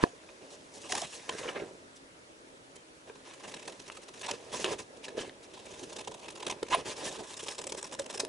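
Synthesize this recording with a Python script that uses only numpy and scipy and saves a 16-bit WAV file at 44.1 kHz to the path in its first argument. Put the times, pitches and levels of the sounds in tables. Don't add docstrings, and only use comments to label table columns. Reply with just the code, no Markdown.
import sys
import numpy as np
from scipy import signal
from scipy.io import wavfile
from scipy.ndimage import uniform_filter1d

SR = 44100
rng = np.random.default_rng(int(sys.argv[2]) if len(sys.argv) > 2 else 0)


def transcribe(u):
    v = np.clip(np.atleast_2d(u).T, -1, 1)
    q = np.round(v * 32767).astype(np.int16)
    wavfile.write(sys.argv[1], SR, q)


def voltage_ratio(decibels):
    exponent = np.asarray(decibels, float) / 20
    return 10 ** exponent


N = 365412

# pitch_hz, level_db (rms)
HUM_LINES = [(269, -68.5), (318, -70)]
# freq_hz, level_db (per Hz)
ROOM_COLOUR = [(15, -52), (25, -27), (128, -15), (250, -14.5), (290, -10.5), (620, -10.5), (700, -14.5),
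               (1300, -14.5), (3800, -22.5), (10200, -29), (11100, -30.5), (14400, -67)]
ROOM_DB = -56
# freq_hz, likeness (-1 to 1)
ROOM_LIKENESS = [(60, 0.77), (130, 0.64), (260, 0.53), (550, -0.057), (1150, -0.7), (2420, -0.32),
                 (5070, -0.11), (10600, 0.46)]

# pitch_hz, level_db, t60_s
HOUSING_MODES = [(430, 10, 0.0045), (697, -20.5, 0.15), (1000, 4, 0.014), (1700, -1, 0.015),
                 (2250, -10, 0.0075), (4360, 3, 0.0021)]
# start_s, ring_db, push_db, push_direction (signed amount, inward or outward)
KNOCKS = [
    (0.0298, -27, -22.5, -1.2),
    (0.0377, -11.5, -9, 0.99),
]

SQUEAK_STARTS = [0, .925, 1.015, 1.61, 5.527, 4.53, 5.037, 5.17, 1.342, 1.535, .052]
# length_s, pitch_hz,
# width_hz, level_db
SQUEAKS = [(0.0011, 660, 270, -42.5), (0.081, 800, 140, -37.5), (0.022, 710, 55, -39),
           (0.055, 440, 42, -41.5), (0.038, 3300, 450, -49.5), (0.035, 986, 40, -36),
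           (0.0085, 2900, 590, -44), (0.072, 420, 73, -38), (0.05, 1670, 120, -52), (0.03, 1020, 70, -48),
           (0.024, 750, 60, -50)]

# start_s,
# peak_db, pitch_hz, t60_s
POPS = [(6.7467, -18, 685, 0.043), (7.996, -28.5, 552, 0.1), (0.133, -46, 466, 0.062),
        (1.351, -32.5, 448, 0.072), (1.413, -36, 513, 0.062), (1.457, -32, 493, 0.085),
        (1.49, -36, 507, 0.044), (1.562, -33, 544, 0.056), (1.62, -25.5, 415, 0.041),
        (1.634, -26.5, 330, 0.038), (3.08, -47, 615, 0.05), (3.099, -35, 438, 0.046),
        (4.336, -32, 477, 0.081), (4.542, -35, 434, 0.05), (4.593, -38, 394, 0.046),
        (4.681, -27, 384, 0.036), (4.723, -26.5, 427, 0.048), (4.792, -31, 430, 0.05),
        (5.016, -58, 423, 0.045), (5.081, -40, 511, 0.05), (5.121, -41, 500, 0.05),
        (5.15, -32.5, 445, 0.05), (5.179, -25, 455, 0.05), (5.213, -26, 383, 0.033),
        (5.273, -35, 433, 0.062), (7.431, -33.5, 442, 0.05), (7.462, -36.5, 480, 0.05),
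        (7.589, -35.5, 465, 0.086), (7.667, -32, 550, 0.034), (7.697, -34, 517, 0.032),
        (7.748, -27, 510, 0.022), (7.926, -45, 493, 0.046), (8.063, -39, 507, 0.042),
        (8.101, -35.5, 608, 0.057), (8.157, -27.5, 420, 0.045), (8.196, -33, 567, 0.065),
        (8.234, -24, 416, 0.047)]
# start_s, peak_db, pitch_hz, t60_s
PINGS = [(0.237, -37, 1500, 0.0046), (0.291, -44, 2460, 0.035), (3.8997, -21, 1250, 0.0044),
         (3.972, -41, 1250, 0.029), (5.932, -37, 950, 0.032), (6.116, -40, 980, .025),
         (6.146, -38, 950, 0.022), (.898, -33, 2150, .01), (1.133, -39, 2700, .03),
         (1.198, -37, 2300, .008), (1.298, -29, 3100, .012), (1.652, -40, 430, 0.1),
         (7.991, -33, 1570, 0.0097), (6.074, -33.5, 900, 0.024), (1.294, -33, 1030, 0.04),
         (1.433, -34, 2800, .015), (1.433, -38, 1110, .03), (1.479, -30, 2330, 0.022),
         (1.489, -24.5, 2930, 0.017), (.9, -33.5, 733, 0.093), (.935, -30.5, 716, 0.068),
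         (2.762, -59.5, 3150, 0.25), (3.097, -41.5, 1610, 0.031), (3.098, -41, 2420, 0.017),
         (3.098, -43, 940, .03), (3.681, -29, 4500, .004), (4.555, -34, 5500, .02),
         (4.652, -23, 2580, 0.017), (5.053, -29, 2530, 0.0086), (5.083, -34, 1710, 0.032),
         (5.186, -35.5, 1700, 0.04), (5.191, -28.5, 3060, .015), (5.216, -30, 3200, .012),
         (5.296, -31.5, 1810, 0.0086), (6.63, -30, 2190, 0.015), (6.747, -26, 9670, 0.022),
         (6.63, -40, 3030, .02), (6.628, -34, 1360, 0.024), (6.629, -27, 860, 0.022),
         (6.7488, -11, 2400, .004), (7.078, -37, 1773, 0.073), (7.342, -28, 3830, .004),
         (7.4375, -29, 7050, .005), (7.513, -32, 5300, .01), (7.582, -30, 7760, .004),
         (7.617, -39, 7100, .02), (7.844, -29, 5520, .01), (7.941, -31, 5800, .004),
         (7.949, -32, 3500, .004), (8.148, -38, 5250, .012), (8.159, -32, 7500, .005),
         (8.176, -32, 5200, .01)]

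# start_s, full_s, letting_go_s, end_s
SQUEAL_TIMES = (6.705, 6.733, 6.748, 6.7525)
# pitch_hz, level_db (rms), lateness (power of the swell)
SQUEAL_LINES = [(1030, -23, 1), (2130, -33, 9), (2660, -36.5, 4.1), (3060, -39, 3.6), (1705, -47, 3.2),
                (1225, -40, 1.2)]
SQUEAL_ROUGH, SQUEAL_SAG = 0.42, 0.19

# start_s, peak_db, tick_hz, thump_db (relative to the tick)
SNAPS = [(0.9228, -19, 1720, -33), (1.2939, -29, 3030, -40), (3.541, -30, 3900, -8),
         (3.6775, -30, 4530, -12), (3.9007, -26.5, 2830, -25), (4.644, -8, 3020, -4),
         (5.0828, -27.5, 3950, -10), (5.295, -32, 3540, -2), (6.427, -37, 1750, -19),
         (6.4672, -21, 3880, -2.5), (6.4977, -35, 2980, -7), (6.6289, -25, 3800, 9), (6.857, -34, 1700, 8),
         (7.484, -20, 3860, -29), (7.583, -26, 3920, -6), (7.6695, -17.5, 7860, -19),
         (7.722, -22, 5200, -4.5), (7.7776, -24.5, 7900, -4), (7.829, -19, 8050, -37),
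         (7.9954, -25, 1570, -16), (8.1005, -29, 2590, -21), (8.2019, -12, 5050, -21),
         (8.2494, -27, 5250, -7)]

# time_s, drag_db, flexing_db, brightness_db
HOLD = [(0, -62.5, -60.5, -2), (.7, -62.5, -55.5, 3), (1.0, -52, -61, 13.5), (1.24, -52.5, -61, 0),
        (1.62, -54.5, -42.5, -5), (1.87, -77.5, -59.5, 21.5), (3.1, -67, -63, -3), (3.5, -55, -54, -2),
        (4.1, -64.5, -64, 2.5), (4.5, -54.5, -48, -2), (4.9, -66, -56.5, 2), (5.15, -63, -47.5, -8),
        (5.4, -65.5, -57.5, -4.5), (5.8, -53, -48.5, 0.5), (6.2, -71, -53, -0.5), (6.6, -59.5, -49, -5.5),
        (7.45, -57.5, -75, 1), (8.28, -72, -43.5, 0.5)]
# start_s, hiss_db, length_ms, flexing_db, brightness_db
RUSTLES = [(.004, -40, 40, -57, -8), (0.032, -35.5, 5.2, -31.5, -2), (.045, -60.5, 68, -63, 10),
           (0.287, -64, 20, -57, -22), (.41, -59.5, 69, -55, -5), (0.503, -54.5, 59, -56, 8.5),
           (.736, -56.5, 59, -46, 13), (.807, -54, 33, -51, 10), (0.837, -47.5, 44, -45.5, -2),
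           (0.89, -42, 135, -44.5, 3.5), (0.9218, -25, 6.6, -32, -6), (.951, -29.5, 7.2, -51, 3),
           (.974, -33.5, 14, -61, 2), (1.016, -31, 5.6, -58, 4), (1.026, -41, 36, -44, -6),
           (1.125, -45, 51, -51, 3), (1.292, -29, 6.8, -33.5, -7.5), (1.307, -48.5, 217, -45, 2),
           (1.383, -38.5, 24, -52, 0.5), (1.423, -56.5, 72, -43, -24), (1.482, -49.5, 25, -43, -25),
           (1.551, -50, 36, -38.5, -23.5), (1.592, -54.5, 21, -38, -26), (1.625, -66, 15, -48, -17),
           (3.072, -57.5, 33, -49.5, -4), (1.17, -53, 16, -47, 10)]
# start_s, hiss_db, length_ms, flexing_db, brightness_db
SLIDES = [(3.246, -52.5, 84, -58, -5.5), (3.435, -45.5, 28, -44, -5), (3.473, -47, 36, -43, 2),
          (4.232, -41, 33, -44, -5.5), (4.19, -54, 39, -52, 12), (4.283, -36, 27, -60, -4.5),
          (4.326, -46, 37, -49, -6), (4.525, -39, 69, -41, 3.5), (4.59, -40, 61, -40.5, -0.5),
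          (4.652, -38.5, 19, -28, -11), (4.668, -40, 58, -38, -5), (4.71, -37.5, 39, -38, -5.5),
          (4.786, -41, 28, -38.5, -1), (4.81, -54.5, 26, -49, 11), (5.033, -47, 41, -52, -3.5),
          (5.171, -42, 69.5, -37, -4.5), (5.239, -51, 57, -44.5, -6), (5.425, -55, 37, -69, 5),
          (6.703, -38, 30, -40, -1.5), (6.725, -33.5, 37, -39, -12), (6.761, -44.5, 60, -35, -6.5),
          (6.855, -40, 87, -39.5, -0.5), (6.962, -43, 98, -47, -2), (7.043, -38.5, 63, -39, 4),
          (7.108, -45, 76, -47.5, 0.5), (7.188, -43, 29.5, -35.5, -1), (7.265, -47.5, 84, -55, -0.5)]
# start_s, hiss_db
FIRST_CUT = [(1.96, -63), (2.756, -50.5), (3.152, -57.5), (3.398, -52), (3.334, -48), (3.515, -46.5),
             (3.54, -38.5), (3.564, -44.5), (3.592, -48), (3.623, -47.5), (3.651, -49), (3.677, -37),
             (3.692, -46), (3.721, -48.5), (3.795, -45.5), (3.815, -57), (3.861, -49), (3.878, -45.5),
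             (3.916, -48), (3.948, -50), (3.967, -45.5), (4.016, -55), (4.029, -51), (4.083, -47),
             (4.138, -50.5), (4.156, -54), (4.173, -49.5), (4.212, -40), (4.263, -36), (4.311, -29.5),
             (4.643, -31), (4.964, -55), (5.082, -46.5), (5.1, -58)]
# start_s, hiss_db
SECOND_CUT = [(5.535, -49.5), (5.568, -52.5), (5.592, -49), (5.655, -48), (5.684, -58), (5.709, -47),
              (5.737, -49), (5.788, -48.5), (5.832, -43), (5.894, -50), (5.924, -45), (5.961, -40.5),
              (5.985, -40), (6.004, -45), (6.043, -49.5), (6.074, -37), (6.112, -46), (6.141, -45),
              (6.172, -56), (6.192, -51), (6.212, -55), (6.228, -50.5), (6.241, -51), (6.256, -49),
              (6.282, -41), (6.301, -47), (6.319, -52), (6.353, -44), (6.372, -48), (6.399, -45),
              (6.425, -38.5), (6.445, -48), (6.466, -29), (6.479, -37), (6.499, -30), (6.508, -36),
              (6.52, -41)]
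# start_s, hiss_db, length_ms
THIRD_CUT = [(6.63, -30.5, 4.3), (6.665, -52, 11), (6.684, -40, 7.4), (7.233, -46.5, 30), (7.3, -49, 28),
             (7.334, -44, 17), (7.368, -41.5, 15), (7.392, -40, 26), (7.423, -43, 33), (7.461, -42, 23),
             (7.483, -35, 13), (7.5, -41.5, 42), (7.547, -46, 14), (7.583, -38, 19), (7.614, -39.5, 11.5),
             (7.639, -39, 9.5), (7.67, -36, 10), (7.692, -41.5, 17), (7.721, -33, 8.8), (7.746, -39.5, 8.3),
             (7.772, -39.5, 31), (7.812, -46, 7.4), (7.827, -39.5, 6.4), (7.841, -41, 20), (7.866, -46, 18),
             (7.894, -49, 4.2), (7.913, -44, 5.5), (7.923, -39.5, 17), (7.939, -39, 5.7), (7.948, -38, 6.3),
             (7.991, -36, 16), (8.012, -48, 22), (8.041, -49, 6.7), (8.061, -37, 7.2), (8.097, -39.5, 22),
             (8.126, -45, 9.4), (8.139, -39, 26), (8.175, -34, 7.5), (8.197, -27, 14.5), (8.213, -48, 17),
             (8.2494, -28, 2.6)]
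HARD_BITE_DB, HARD_BITE_MS, SOFTER_MS_PER_DB = -34, 9.8, 0.38
DRAG_FROM_S, DRAG_TO_S, DRAGGED = 5.5, 6.03, 0.29
BITE_FLEX_DB, FLEX_PER_DB = -37.5, 0.8
FLEX_SPREAD_S = 0.055
DEEP_FROM_S, DEEP_FLEX_DB = 7.22, -2.5

# freq_hz, level_db (per Hz)
TEAR_COLOUR = [(470, -24), (800, 1.5), (1010, 3), (1420, -8), (1730, -2.5), (2350, -6), (2590, -3.5),
               (3570, -6.5), (4750, -10), (6310, -8.5), (8130, -12.5), (11100, -17.5), (14400, -49),
               (22000, -120)]
# pitch_hz, width_hz, gain_db
BLADE_MODES = [(1660, 93, 4.5), (2590, 960, 4), (3730, 540, 3), (5500, 750, 1.5), (7800, 240, 0.5)]
# freq_hz, level_db (per Hz)
FLEX_COLOUR = [(100, -48), (170, -13), (301, -5.5), (377, -1), (500, -1), (622, -2.5), (683, -11),
               (963, -13.5), (1100, -22.5), (1430, -27), (2420, -120)]
# freq_hz, level_db (per Hz)
WOBBLE_COLOUR = [(20, -19), (60, -2.5), (140, 3.5), (200, -6.0), (400, -50.5)]
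# pitch_hz, width_hz, gain_db
TURN_COLOUR = [(1430, 500, 8), (2110, 500, 5), (3570, 1400, -0.5)]
TURN_FROM_S, TURN_TO_S = 1.302, 1.72
# pitch_hz, width_hz, gain_db
FLAP_COLOUR = [(900, 350, 3), (1700, 1100, -2.5), (3200, 1100, 1.5)]
FLAP_FROM_S, FLAP_TO_S = 5.5, 6.56
# pitch_hz, width_hz, gain_db
PIVOT_COLOUR = [(2300, 1800, -3), (4750, 1200, -4.5), (5150, 460, 5), (6500, 1000, -1), (8000, 600, 3)]

# freq_hz, likeness (0 to 1)
CLOSE_LIKENESS = [(60, 0.96), (140, 0.89), (340, 1), (800, 0.9), (1890, 0.72), (4480, 0.85), (10600, 0.9)]
# freq_hz, lead_rad
LEAD = [(30, 0), (200, -0.41), (600, -0.74), (1350, -0.51), (1800, 0.41), (5000, -0.39), (10800, 0.6)]
# freq_hz, level_db
TILT = [(60, 1), (220, -3), (800, -2.0), (2910, -1), (10600, 0.5)]


def evened(x):
    return x / np.sqrt(np.mean(x ** 2) + 1e-20)


def read(points, hz):
    f, value = np.transpose(points)
    return np.interp(np.log(hz + 1), np.log(f + 1), value)


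def add(mix, s, sound):
    part = mix[..., round(s * SR):][..., :sound.shape[-1]]
    part += sound[..., :part.shape[-1]]


def colour(x, db_of_hz):
    log_gain = np.log(voltage_ratio(np.maximum(db_of_hz(abs(np.fft.fftfreq(4096, 1 / SR))), -90)))
    taps = np.fft.ifft(np.exp(np.conj(signal.hilbert(log_gain)))).real[:2048]
    return signal.oaconvolve(x, taps[None] / np.linalg.norm(taps), axes=1)[:, :N]


def bumps(table, hz):
    return sum(db / (1 + (2 * (hz - f) / w) ** 2) for f, w, db in table)


def swell(length_s, rise_s, fall_s):
    t = np.arange(0, length_s, 1 / SR)
    ramp = np.minimum(t / rise_s, (length_s - t) / fall_s)
    return np.sin(np.pi / 2 * np.clip(ramp, 0, 1)) ** 2


def smooth_patches(patches, bins, frames):
    return evened(uniform_filter1d(uniform_filter1d(patches, bins, 0), frames, 1))


def hum():
    t = np.arange(N) / SR
    waver = uniform_filter1d(rng.standard_normal((2, len(HUM_LINES), N)), 6000)
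    out = 0
    for (hz, db), a, b in zip(HUM_LINES, *waver):
        line = a * np.sin(2 * np.pi * hz * t) + b * np.cos(2 * np.pi * hz * t)
        out = out + voltage_ratio(db) * evened(line)
    return out


def room():
    frames, hz = N // 256 + 5, np.fft.rfftfreq(1024, 1 / SR)
    a, b, c, d, patches = rng.standard_normal((frames, 513, 5)).T
    patches = smooth_patches(patches, 10, 8)
    same = np.clip(read(ROOM_LIKENESS, hz), -1, 1)[:, None]
    left, other = a + 1j * b, c + 1j * d
    z = np.array([left, same * left + np.sqrt(1 - same ** 2) * other])
    z *= voltage_ratio(read(ROOM_COLOUR, hz)[:, None] + 1.64 * patches)
    return voltage_ratio(ROOM_DB) * evened(signal.istft(z, nperseg=1024, noverlap=768)[1][:, :N])


def walls(x):
    t = np.arange(4000) / SR
    tail = rng.standard_normal((1, 4000)) * voltage_ratio(-60 * t / 0.19) * (t > .0025)
    return signal.oaconvolve(x, tail / np.linalg.norm(tail), axes=1)[:, :N]


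def knock():
    out, t = np.zeros((2, N)), np.arange(6000) / SR
    for s, ring_db, push_db, sign in KNOCKS:
        ring = sum(voltage_ratio(db - 60 * t / t60) * np.sin(2 * np.pi * hz * t + [[-1.2], [.4]])
                   for hz, db, t60 in HOUSING_MODES)
        u = t - [[.0022], [.0017]]
        push = -sign * np.exp(-(u / [[.0009], [.0021]]) ** 2) * np.cos(2 * np.pi * u * [[220], [320]])
        onset = 1 - np.exp(-t / 0.00041)
        add(out, s, (voltage_ratio(ring_db) * ring + voltage_ratio(push_db) * push) * onset)
    return out


def squeaks():
    out = np.zeros((2, N))
    for s, (length, hz, width, db) in zip(SQUEAK_STARTS, SQUEAKS):
        shape = swell(length + 0.015, 0.55 * length, 1.08 * length)
        r = np.exp(-np.pi * width / SR)
        resonance = [1, -2 * r * np.cos(2 * np.pi * hz / SR), r * r]
        rub = signal.lfilter([1, 0, -1], resonance, rng.standard_normal((2, 6000)))
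        add(out, s, voltage_ratio(db) * evened(rub[:, 1500:1500 + len(shape)]) * shape)
    return out


def taps():
    out, t = np.zeros((2, N)), np.arange(4000) / SR
    for s, db, hz, t60 in POPS + PINGS:
        note = np.sin(2 * np.pi * hz * t) * (1 - np.exp(-t * hz / 0.35))
        add(out, s, voltage_ratio(db - 1 - 60 * t / abs(t60)) * note * [[1], [.4]])
    return out


def squeal():
    start, top, go, end = SQUEAL_TIMES
    out, shape = np.zeros((2, N)), swell(end - start, top - start, end - go)
    t = np.arange(len(shape)) / SR
    unbound = 1 - np.minimum(t / (top - start), 1)
    t = t + SQUEAL_SAG * (top - start) / 2 * unbound ** 2
    for hz, db, late in SQUEAL_LINES:
        waver = evened(uniform_filter1d(rng.standard_normal((2, 2400)), 160))
        a, b = waver[:, :len(t)] * SQUEAL_ROUGH
        line = (1 + a) * np.sin(2 * np.pi * hz * t) + b * np.cos(2 * np.pi * hz * t)
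        add(out, start, voltage_ratio(db - 0.5) * line * shape ** late * [[1], [-.3]])
    return out


def snaps():
    out, t = np.zeros((2, N)), np.arange(900) / SR
    for s, db, hz, thump_db in SNAPS:
        tick = np.sin(-2 * np.pi * hz * t) * np.exp(-t * np.sqrt(hz) / 0.038)
        spray = 0.2 * rng.standard_normal((2, 900)) * np.exp(-t / 0.00026)
        low = np.sin(2 * np.pi * 380 * rng.uniform(0.874, 1.26) * t)
        low = low * np.exp(-t / 0.0033) * (1 - np.exp(-t / 0.002))
        add(out, s, voltage_ratio(db - 3.0) * (tick + spray + voltage_ratio(thump_db + 4.0) * low) * [[1], [.4]])
    return out


def bites():
    timed = []
    for s, db in FIRST_CUT + SECOND_CUT:
        ms = max(HARD_BITE_MS + SOFTER_MS_PER_DB * (HARD_BITE_DB - db), 4)
        timed.append((s, db, ms * (1 + DRAGGED * (DRAG_FROM_S < s < DRAG_TO_S))))
    hold_s, _, _, hold_bright_db = np.transpose(HOLD)
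    out = []
    for s, db, ms in timed + THIRD_CUT:
        flex_db = BITE_FLEX_DB + FLEX_PER_DB * (db - HARD_BITE_DB) + DEEP_FLEX_DB * (s > DEEP_FROM_S)
        out.append((s, db, ms, flex_db, np.interp(s, hold_s, hold_bright_db)))
    return out


def movements():
    s, *columns = np.transpose(HOLD)
    drag_db, hold_db, bright_db = (np.interp(np.arange(N) / SR, s, c) for c in columns)
    low, top, flex = voltage_ratio(2 * drag_db - bright_db), voltage_ratio(2 * drag_db + bright_db), voltage_ratio(2 * hold_db)
    for start, db, ms, flex_db, tilt_db in RUSTLES + SLIDES + bites():
        edge = 0.0014 + 0.56 * min(ms, 45) / 1000
        slip = swell(ms / 1000 + 0.96 * edge, 1.04 * edge, 1.5 * edge) ** 2
        add(low, max(start - edge / 2, 0), voltage_ratio(2 * db - tilt_db) * slip)
        add(top, max(start - edge / 2, 0), voltage_ratio(2 * db + tilt_db) * slip)
        bend = swell(ms / 1000 + 1.4 * FLEX_SPREAD_S, FLEX_SPREAD_S, 1.86 * FLEX_SPREAD_S) ** 2
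        add(flex, max(start - FLEX_SPREAD_S / 2, 0), voltage_ratio(2 * flex_db) * bend)
    return low, top, flex


def fibres(per_s, spread_db):
    size = voltage_ratio(spread_db * np.minimum(rng.exponential(1, (2, N)), 3.4))
    size = size * (rng.random((2, N)) < per_s / SR)
    return evened(size * rng.standard_normal((2, N)))


def tearing(low, top):
    def ring(hz):
        return read(TEAR_COLOUR, hz) + bumps(BLADE_MODES, hz)

    def high(hz):
        return 1 / (1 + (4500 / (hz + 1)) ** 6)

    dull = colour(fibres(9000, 2.5) * np.sqrt(low), lambda hz: ring(hz) + 10 * np.log10(1.001 - high(hz)))
    crisp = colour(fibres(12000, 3.65) * np.sqrt(top), lambda hz: ring(hz) + 10 * np.log10(high(hz) + 1e-6))
    blades = voltage_ratio(-4.0) * dull + voltage_ratio(-3.5) * crisp
    t = np.arange(N) / SR
    deep = t > DEEP_FROM_S
    turn = (t > TURN_FROM_S) & (t < TURN_TO_S)
    flap = (t > FLAP_FROM_S) & (t < FLAP_TO_S)
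    out = blades * ~(deep | turn | flap)
    out = out + colour(blades * flap, lambda hz: bumps(FLAP_COLOUR, hz))
    out = out + colour(blades * deep, lambda hz: bumps(PIVOT_COLOUR, hz))
    return out + voltage_ratio(-0.5) * colour(blades * turn, lambda hz: bumps(TURN_COLOUR, hz))


def flexing(low, top, flex):
    hiss = np.sqrt(low * top)
    jolt = uniform_filter1d(hiss, 200, origin=90) / uniform_filter1d(hiss, 5000)
    body = fibres(4000, 2.2) * np.sqrt(flex) * abs(jolt) ** 0.035
    body = colour(body, lambda hz: read(FLEX_COLOUR, hz))
    wobble = rng.standard_normal((2, N)) * flex ** (0.86 / 2)
    wobble = colour(wobble, lambda hz: read(WOBBLE_COLOUR, hz))
    return voltage_ratio(-2.5) * body + voltage_ratio(-24.0) * wobble


def cutting():
    low, top, flex = movements()
    return tearing(low, top) + flexing(low, top, flex)


def ports(pair):
    hz, _, (a, b) = signal.stft(pair, SR, nperseg=256)
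    patches = smooth_patches(rng.standard_normal((a.shape[1], len(hz))).T, 4, 9)
    same = np.clip(read(CLOSE_LIKENESS, hz), 0, 1)[:, None]
    shared, apart = np.sqrt((1 + same) / 2) * a, np.sqrt((1 - same) / 2) * b
    turn = (np.exp(.5j * read(LEAD, hz)) * voltage_ratio(read(TILT, hz) / 2))[:, None]
    z = np.array([(shared + apart) * turn, (shared - apart) / turn]) * voltage_ratio(1.86 * patches)
    return signal.istft(z, SR, nperseg=256)[1][:, :N]


def scene():
    hands = cutting() + squeaks() + snaps() + taps()
    blow = knock()
    close = ports(hands + squeal() + voltage_ratio(-13.5) * walls(hands))
    return close + blow + voltage_ratio(-33.0) * walls(blow) + room() + hum()


def roll_off(x):
    return signal.sosfilt(signal.butter(12, 11210, fs=SR, output="sos"), x)


def record(dry):
    edge = signal.firwin(221, 11080, window=("kaiser", 9), fs=SR)
    mix = signal.oaconvolve(dry, edge[None], "same")
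    return roll_off(mix)


dry = scene()
out = record(dry)
transcribe(out)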